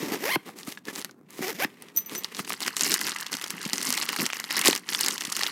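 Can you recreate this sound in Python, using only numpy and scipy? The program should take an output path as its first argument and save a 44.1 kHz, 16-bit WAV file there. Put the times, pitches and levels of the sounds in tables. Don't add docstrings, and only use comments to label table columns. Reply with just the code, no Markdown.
import sys
import numpy as np
from scipy import signal
from scipy.fft import rfft, irfft
from scipy.io import wavfile
from scipy.ndimage import uniform_filter1d

SR = 44100
rng = np.random.default_rng(int(sys.argv[2]) if len(sys.argv) > 2 else 0)


def wav_out(sig):
    wavfile.write(sys.argv[1], SR, np.round(np.clip(np.atleast_2d(sig).T, -1, 1) * 32767).astype(np.int16))


N = 243387
TIME = np.arange(N) / SR
BAG_REACHED_S = 2.45

# frequency_hz, level_db
FILM_SPECTRUM = [(300, -17), (480, -4.5), (640, -8.5), (800, -1), (1100, 3.5), (1550, 1.5), (2000, 7),
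                 (2400, -1.5), (2900, 3), (3500, -7), (4400, -0.5), (8000, -8.5), (14000, -11),
                 (16000, -22.5)]


def undb(db):
    return 10 ** (np.asarray(db) / 20)


def unit(x):
    return x / np.sqrt(np.mean(x ** 2) + 1e-18)


def add(track, start_s, sound):
    i = int(np.clip(start_s * SR, 0, N - 1))
    track[i:i + len(sound)] += sound[:N - i]


def colour(x, spectrum, size=2048):
    hz, db = np.transpose(spectrum)
    bins = np.maximum(np.fft.rfftfreq(size, 1 / SR), 1)
    cepstrum = irfft(np.log(undb(np.interp(np.log(bins), np.log(hz), db))))
    cepstrum[1:size // 2] *= 2
    cepstrum[size // 2 + 1:] = 0
    response = irfft(np.exp(rfft(cepstrum)))
    return signal.fftconvolve(x, response / np.linalg.norm(response))[:len(x)]


def band(x, hz, q):
    hz = min(hz, SR / 3)
    return signal.lfilter(*signal.iirpeak(hz, max(q, 4 * hz / SR), fs=SR), x)


def fade(t, t60):
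    return np.exp(-np.log(1000) * t / t60)


def wander(per_s):
    return np.interp(TIME * per_s, np.arange(N), rng.standard_normal(N))


def grains(per_s, spread_db):
    size = undb(spread_db * np.minimum(rng.exponential(size=N), 4))
    return unit((rng.random(N) < per_s / SR) * size * rng.choice([-1, 1], N))


def shiver(clicks, t60):
    pole = fade(1 / SR, t60) ** 2
    power = signal.lfilter([1 - pole], [1, -pole], clicks ** 2 + 1e-18)
    return np.sqrt(power) * rng.standard_normal(N)


def zip_pull(pull, jitter, uneven_db, scrape_db, snag_db, firm_hz=1200, knee_hz=476, hiss_hz=10700):
    # frequency_hz, level_db
    zip_spectrum = [(60, -44), (100, -12.5), (234, -5.5), (400, -7), (600, -7.5), (820, -9), (1360, -10.5),
                    (1950, -1), (3860, -10.5), (5650, -6.5), (9600, -17), (13200, -12.5), (15200, -12),
                    (16000, -48)]
    times, speeds = np.transpose(pull)
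    speed = np.interp(TIME, times, speeds)
    teeth = np.cumsum(speed * (1 + jitter * wander(300))) / SR
    tooth_size = undb(uneven_db * rng.standard_normal(N))[teeth.astype(int)]
    falloff = undb(-7 * np.clip(1 - speed / firm_hz, 0, 1))
    flex = sum(falloff ** k * np.cos(2 * np.pi * (k + 1) * teeth) for k in range(4))
    tick = np.exp(-(teeth % 1) / 1.02) * rng.standard_normal(N)
    scrape = undb(scrape_db) * unit(tick) / np.sqrt(falloff)
    buzz = colour(tooth_size * (flex + scrape), zip_spectrum)
    buzz /= np.sqrt(uniform_filter1d(buzz ** 2, size=900) + 1e-12)
    hiss = unit(band(band(tooth_size * tick, hiss_hz, 0.8), hiss_hz, 0.8))
    hiss *= undb(-8.5) * speed / firm_hz
    snags_db = snag_db * wander(130) * speeds.min() / speed
    pulling = (TIME >= times[0]) & (TIME <= times[-1])
    drive = pulling / np.sqrt(1 + (knee_hz / speed) ** 4.97)
    return (buzz + hiss) * drive * undb(-26 + snags_db)


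def zipper():
    # time_s, teeth_per_s
    first_pull = [(0, 220), (0.035, 299.5), (0.075, 276.8), (0.115, 321.4), (0.135, 458.3), (0.18, 189.8),
                  (0.215, 269.5), (0.243, 438), (0.275, 560.5), (0.312, 976), (0.338, 1144), (0.359, 1090)]
    second_pull = [(1.385, 169.7), (1.412, 215), (1.421, 414.7), (1.46, 338), (1.492, 490.4), (1.512, 394),
                   (1.542, 150.6), (1.585, 261), (1.622, 713), (1.647, 955)]
    first = zip_pull(first_pull, jitter=0.07, uneven_db=3, scrape_db=0.5, snag_db=2.5)
    second = zip_pull(second_pull, jitter=0.06, uneven_db=3.8, scrape_db=1, snag_db=4)
    return first + second


def hands(attack_s=0.06, release_s=0.15, rumble_release_s=0.18, light_treble_db=-2, resting_db=-59):
    # start_s, length_s, rustle_db, treble_over_middle_db, rumble_db
    strokes = [(0.0, 0.16, -41.5, -1, -35.5), (0.465, 0.023, -42, 3, -45), (0.563, 0.088, -46, 8, -50),
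               (0.675, 0.048, -36.5, 9.5, -62), (0.869, 0.035, -40.5, 1.5, -40.5),
               (0.934, 0.053, -36, 8, -45), (1.326, 0.13, -45.5, 9.5, -64), (1.64, 0.017, -45.5, -4, -50),
               (1.821, 0.064, -51, -3.5, -62), (1.96, 0.042, -44.5, 9, -50),
               (2.122, 0.053, -36.5, 8.5, -41.5), (2.346, 0.03, -38, 5, -59),
               (2.388, 0.0089, -29.5, 9, -36), (2.476, 0.045, -35, 12, -43.5), (2.612, 0.018, -36, 5, -46),
               (2.66, 0.025, -35, 3, -44), (2.777, 0.083, -34.5, 11, -46.5),
               (2.828, 0.12, -28.5, 9.5, -38.5), (3.01, 0.086, -35, 4.5, -40.5),
               (3.172, 0.04, -41.5, -3, -67), (3.324, 0.015, -35, 7, -50), (3.416, 0.026, -43, 1, -53),
               (3.498, 0.18, -44.5, 6.5, -50.5), (3.726, 0.11, -39.5, 10, -43.5),
               (3.853, 0.046, -30.5, 7, -44.5), (3.94, 0.098, -33.5, 3, -47.5),
               (4.087, 0.11, -35.5, 3.5, -44.5), (4.205, 0.025, -28, 6, -33), (4.342, 0.03, -37.5, 2, -54),
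               (4.507, 0.11, -30, 0.5, -43.5), (4.654, 0.038, -24.5, 5.5, -35), (4.691, 0.023, -27, 8, -40),
               (4.894, 0.14, -34.5, 5, -48), (5.005, 0.14, -35, 8, -45), (5.211, 0.087, -40, 7, -48.5),
               (5.325, 0.046, -36, 6, -49.5), (5.382, 0.1, -33.5, 4, -49.5)]
    # time_s, level_db
    light_rustle = [(0, -47), (0.43, -58), (0.74, -60), (0.82, -71), (0.9, -58), (1.09, -61), (1.2, -92),
                    (1.33, -49.5), (1.78, -60.5), (1.94, -64), (2.1, -48), (2.56, -49.5), (2.9, -41),
                    (3.28, -48), (3.9, -43), (4.76, -45), (4.83, -58), (4.9, -49), (5.52, -46.5)]
    power = undb(np.interp(TIME, *np.transpose(light_rustle))) ** 2
    weighted_treble = power * light_treble_db
    rumble_power = undb(resting_db) ** 2
    for start_s, length_s, rustle_db, treble_db, rumble_db in strokes:
        swell = fade(np.maximum(start_s - TIME, 0), attack_s)
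        since_end = np.maximum(TIME - start_s - length_s, 0)
        stroke_power = (undb(rustle_db) * swell * fade(since_end, release_s)) ** 2
        power += stroke_power
        weighted_treble += stroke_power * treble_db
        rumble_power += (undb(rumble_db) * swell * fade(since_end, rumble_release_s)) ** 2
    return 10 * np.log10(power), weighted_treble / power, 10 * np.log10(rumble_power)


def nylon_rub():
    # frequency_hz, level_db
    nylon_spectrum = [(240, -34.5), (400, 8.5), (626, -5.5), (1180, 1.5), (1420, -6.5), (1960, 2),
                      (2550, -2), (4580, -9), (14400, -15), (16000, -24)]
    friction = unit(shiver(grains(1800, 3.49), t60=0.0029) + 0.64 * rng.standard_normal(N))
    return unit(colour(friction * undb(3.5 * wander(90)), nylon_spectrum))


def film_crinkle():
    facet_hz = np.geomspace(800, 14000, num=13)
    facets = sum(band(shiver(grains(160, 4.6), t60=0.0082), hz, 4.3) for hz in facet_hz)
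    folds = grains(400, 9.7)
    crinkle = unit(unit(facets) + 0.35 * shiver(folds, t60=0.0052) + 0.47 * shiver(folds, t60=0.013))
    return unit(colour(crinkle + undb(-36) * rng.standard_normal(N), FILM_SPECTRUM))


def rustle(level_db, treble_db, split_hz=4000, crossfade_s=0.77):
    in_bag = np.clip((TIME - BAG_REACHED_S) / crossfade_s + 0.5, 0, 1)
    sound = (1 - in_bag) * nylon_rub() + in_bag * undb(1.94) * film_crinkle()
    middle = signal.sosfiltfilt(signal.butter(2, split_hz, fs=SR, output="sos"), sound)
    treble_gain = undb(treble_db)
    tilted = middle + treble_gain * (sound - middle)
    return undb(level_db) * tilted / np.sqrt((1 + treble_gain ** 2) / 2)


def cloth_rumble(level_db):
    # frequency_hz, level_db
    cloth_spectrum = [(40, -5), (80, -23.5), (140, -4.5), (220, 3), (400, 1.5), (620, -14.5), (1100, -13),
                      (1700, -19.5), (3000, -36)]
    drag = grains(600, 4.3) + 0.53 * rng.standard_normal(N)
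    return unit(colour(drag, cloth_spectrum)) * undb(level_db + 2.8 * wander(34))


def room_tone(level_db=-56.5):
    # frequency_hz, level_db
    air_spectrum = [(25, 10), (60, 1.5), (200, 20), (450, -2), (1100, -9.5), (2400, -39), (16000, -47)]
    return undb(level_db) * unit(colour(rng.standard_normal(N), air_spectrum))


def knocks(grit_db=-2):
    # start_s, level_db, pitch_hz, t60_s
    blows = [(0.115, -24, 280, 0.05), (0.358, -12.5, 1018, 0.017), (0.3603, -15, 328, 0.033),
             (0.361, -18.5, 158, 0.034), (0.479, -38, 1070, 0.021), (0.491, -32, 774, 0.023),
             (0.673, -31, 1280, 0.018), (0.679, -20, 268, 0.022), (0.774, -30.5, 1670, 0.024),
             (0.8832, -26.5, 1736, 0.049), (1.094, -40, 1495, 0.024), (1.391, -24, 334, 0.024),
             (1.405, -21, 243, 0.03), (1.647, -15.5, 1790, 0.015), (1.649, -16.5, 297, 0.016),
             (2.393, -21.5, 1220, 0.024), (2.399, -18, 222, 0.015), (2.5042, -16, 1210, 0.011),
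             (3.1616, -20, 1990, 0.016), (3.344, -25.5, 235, 0.02), (3.535, -29.5, 186, 0.052),
             (3.66, -20, 217, 0.033), (3.733, -26.5, 246, 0.059), (3.885, -26.5, 247, 0.12),
             (4.189, -21.5, 281, 0.034), (4.225, -23, 252, 0.088), (4.66, -15.5, 1100, 0.012),
             (4.663, -17.5, 338, 0.02), (4.6831, -20, 910, 0.017), (4.6843, -14, 420, 0.029),
             (4.6858, -11, 317, 0.02), (4.73, -17.5, 1920, 0.025), (5.278, -28, 230, 0.022)]
    track, t = np.zeros(N), TIME[:4096]
    for start_s, db, hz, t60 in blows:
        roughness = min(hz / 600, 1)
        grit = roughness * unit(band(rng.standard_normal(len(t)), hz, 0.32))
        swing = (np.sin(2 * np.pi * hz * t) + undb(grit_db) * grit) * fade(t, t60)
        add(track, start_s, undb(db) * band(band(swing, hz, 0.49), hz, 0.27))
    return track


def creases(lesser_rows, flip_cycles=0.3, flutter_s=0.0011, ring_s=0.022, sheet_s=0.049):
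    # start_s, level_db, pitch_hz, ring_db
    loud_rows = [(0.5876, -35, 6240, -6), (0.6321, -33, 4460, -12), (0.8538, -36.5, 4100, -8),
                 (0.9536, -32, 5900, -14), (0.9593, -27, 5030, -23), (1.0158, -31, 4670, -19),
                 (1.024, -33, 5500, -20), (1.0469, -23, 4600, -30), (1.111, -41.5, 5100, -13),
                 (1.3055, -43, 8500, 2), (1.8229, -33.5, 8200, -14), (1.8857, -42, 3150, -6),
                 (2.096, -31.5, 4760, -13), (2.1513, -25.5, 4340, -4), (2.2357, -34, 3780, 1),
                 (2.2454, -17.5, 4120, -28), (2.348, -29, 3580, -4), (2.3682, -29.5, 4600, -3),
                 (2.448, -35, 3040, 4), (2.5044, -31, 5020, -22), (2.5225, -22.5, 2700, -10),
                 (2.5391, -24.5, 2300, -10), (2.6048, -26, 4700, -3), (2.623, -26, 6900, -6),
                 (2.6328, -24, 5300, -13), (2.6542, -38, 3900, -19), (2.664, -22, 2230, -12),
                 (2.6801, -16, 2430, -22), (2.7672, -17, 5770, -5), (2.7949, -23, 4100, -5),
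                 (2.8093, -14, 5550, -2.5), (2.8334, -19, 4400, -6), (2.846, -21, 5300, -6),
                 (2.9179, -16, 5900, 1), (2.941, -13, 5880, 1.5), (2.992, -24, 4220, -7),
                 (3.013, -21.5, 6140, -2), (3.068, -20, 6200, -9), (3.084, -26, 3600, -11),
                 (3.119, -23, 3500, -20), (3.1617, -33, 2900, -4), (3.2035, -28, 4600, -8),
                 (3.2652, -27.5, 3520, 2), (3.3289, -22, 4560, -5), (3.3403, -21.5, 3640, -9),
                 (3.369, -27, 4800, -4.5), (3.4139, -28, 3880, 0), (3.4406, -25, 3900, 3.5),
                 (3.4805, -33, 5000, -6), (3.5047, -21, 7400, -3), (3.6541, -29.5, 5460, -3),
                 (3.6979, -28.5, 4870, -9), (3.7328, -14.5, 5200, -9), (3.7812, -19, 5130, -11),
                 (3.8286, -21.5, 7000, -1), (3.9045, -16, 6000, -20), (3.9265, -15.5, 6430, -16),
                 (3.9392, -23, 5460, 2), (3.976, -19.5, 3360, -11), (4.0275, -20.5, 3360, -19),
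                 (4.0903, -15, 5230, -18), (4.1889, -26, 3250, -9), (4.264, -16, 4960, -6),
                 (4.3019, -22.5, 2100, -4), (4.3322, -18.5, 2600, -9), (4.4003, -21.5, 5600, -11),
                 (4.4413, -24, 3200, -13), (4.5106, -20, 2650, -14), (4.5929, -17, 6760, -20),
                 (4.6141, -15.5, 5700, -7), (4.6418, -19, 2860, -8), (4.6578, -16.5, 6460, 6),
                 (4.6728, -11, 3500, 1), (4.6812, -10, 6200, 0.5), (4.7298, -17.5, 2760, -9),
                 (4.7516, -19, 6640, -14), (4.7618, -19, 5140, -13), (4.777, -26.5, 6600, -21),
                 (4.89, -20.5, 3900, -18), (4.9484, -18, 3070, 2.5), (5.0088, -20.5, 6800, 9.5),
                 (5.062, -16.5, 5700, 0), (5.084, -13.5, 6900, -9), (5.1801, -22.5, 4930, -5),
                 (5.2083, -26, 4400, 4.5), (5.2505, -28, 3720, 8), (5.3236, -23.5, 5130, 3.5),
                 (5.366, -18.5, 6200, -6), (5.393, -21, 3380, -7), (5.4341, -14, 4400, -25),
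                 (5.4653, -23.5, 2230, 6.5)]
    snaps, sheet, t = np.zeros(N), np.zeros(N), TIME[:2048]
    for start_s, db, hz, ring_db in list(loud_rows) + lesser_rows:
        flutter_noise, ring_noise, sheet_noise = rng.standard_normal((3, len(t)))
        stiffness, facet_ratio = rng.uniform(1.0, 1.76, 2)
        flip = t * np.exp(-hz * t / (flip_cycles * stiffness)) * np.sin(2 * np.pi * hz * t - 1)
        flutter = band(band(flutter_noise * fade(t, flutter_s) * t, hz, 0.59), hz, 0.59)
        snap = unit(unit(flip) + undb(-1) * unit(flutter))
        facet = band(ring_noise * fade(t, ring_s), 0.85 * hz * facet_ratio, 1.3)
        ring = undb(ring_db - 0.5) * unit(band(facet, hz, 0.35))
        add(snaps, start_s, undb(db - 16.5) * (snap + ring))
        tautness = min(hz / 5000, 1)
        add(sheet, start_s, undb(db - 12) * tautness * sheet_noise * fade(t, sheet_s))
    return snaps + colour(sheet, FILM_SPECTRUM)


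def pull_tab(tick_hz=13500, tick_s=0.017):
    # start_s, level_db, hardness_db_per_octave
    strikes = [(1.9626, -31, 2.5), (1.9724, -22, 3.5), (2.0608, -39, 3), (2.158, -30, -11),
               (2.179, -35, 3.5)]
    # pitch_hz, level_db, t60_s
    tab_modes = [(6033, 2.5, 0.095), (6110, -18, 0.09), (9540, -25, 0.16), (11100, -34, 0.15),
                 (14000, -21, 0.15), (14200, 3, 0.099), (16060, -22, 0.13)]
    lowest_hz = tab_modes[0][0]
    track, t = np.zeros(N), TIME[:8192]
    for start_s, level_db, hardness in strikes:
        ring = np.zeros(len(t))
        for hz, db, t60 in tab_modes:
            gain = undb(db + hardness * np.log2(hz / lowest_hz))
            ring += gain * np.sin(2 * np.pi * hz * t) * fade(t, t60)
        tick = band(rng.standard_normal(len(t)), tick_hz, 1.1) * fade(t, tick_s)
        add(track, start_s, undb(level_db) * (ring + undb(hardness - 9) * tick))
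    chatter = 0.13 * wander(450) + undb(-22) * shiver(grains(236, 2.1), t60=0.0046)
    return track * (1 + chatter)


def lesser_creases(rustle_db, per_s=22, centre_hz=4300, spread_octaves=0.56, slots=240):
    offset, chance = rng.random((slots, 2)).T
    strength, pitch, ring = rng.standard_normal((slots, 3)).T
    slot_s = (TIME[-1] - BAG_REACHED_S) / slots
    start_s = BAG_REACHED_S + (np.arange(slots) + offset) * slot_s
    level_db = np.minimum(np.interp(start_s, TIME, rustle_db) + 8.5 + 3 * strength, -22)
    pitch_hz = centre_hz * 2 ** (spread_octaves * pitch)
    ring_db = -2 + 4 * ring
    rows = np.transpose([start_s, level_db, pitch_hz, ring_db])
    return list(rows[chance < per_s * slot_s])


def room(x, t60, tail_db):
    t = TIME[:SR // 2]
    tail = rng.standard_normal(len(t)) * fade(t, t60) * (1 - fade(t, t60 / 10))
    return x + undb(tail_db) * signal.fftconvolve(x, tail / np.linalg.norm(tail))[:N]


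def scene():
    rustle_db, treble_db, rumble_db = hands()
    air = room_tone()
    handling = zipper() + pull_tab() + rustle(rustle_db, treble_db) + cloth_rumble(rumble_db) + knocks()
    handling += creases(lesser_creases(rustle_db))
    return (room(handling, t60=0.2, tail_db=-21.5) + air)[None]


def record(dry, low_hz=145, top_hz=16100):
    thin = signal.sosfilt(signal.butter(3, low_hz, "high", fs=SR, output="sos"), dry)
    return signal.sosfilt(signal.ellip(8, 0.2, 70, top_hz, fs=SR, output="sos"), np.clip(thin, -1, 1))


dry = scene()
out = record(dry)
wav_out(out)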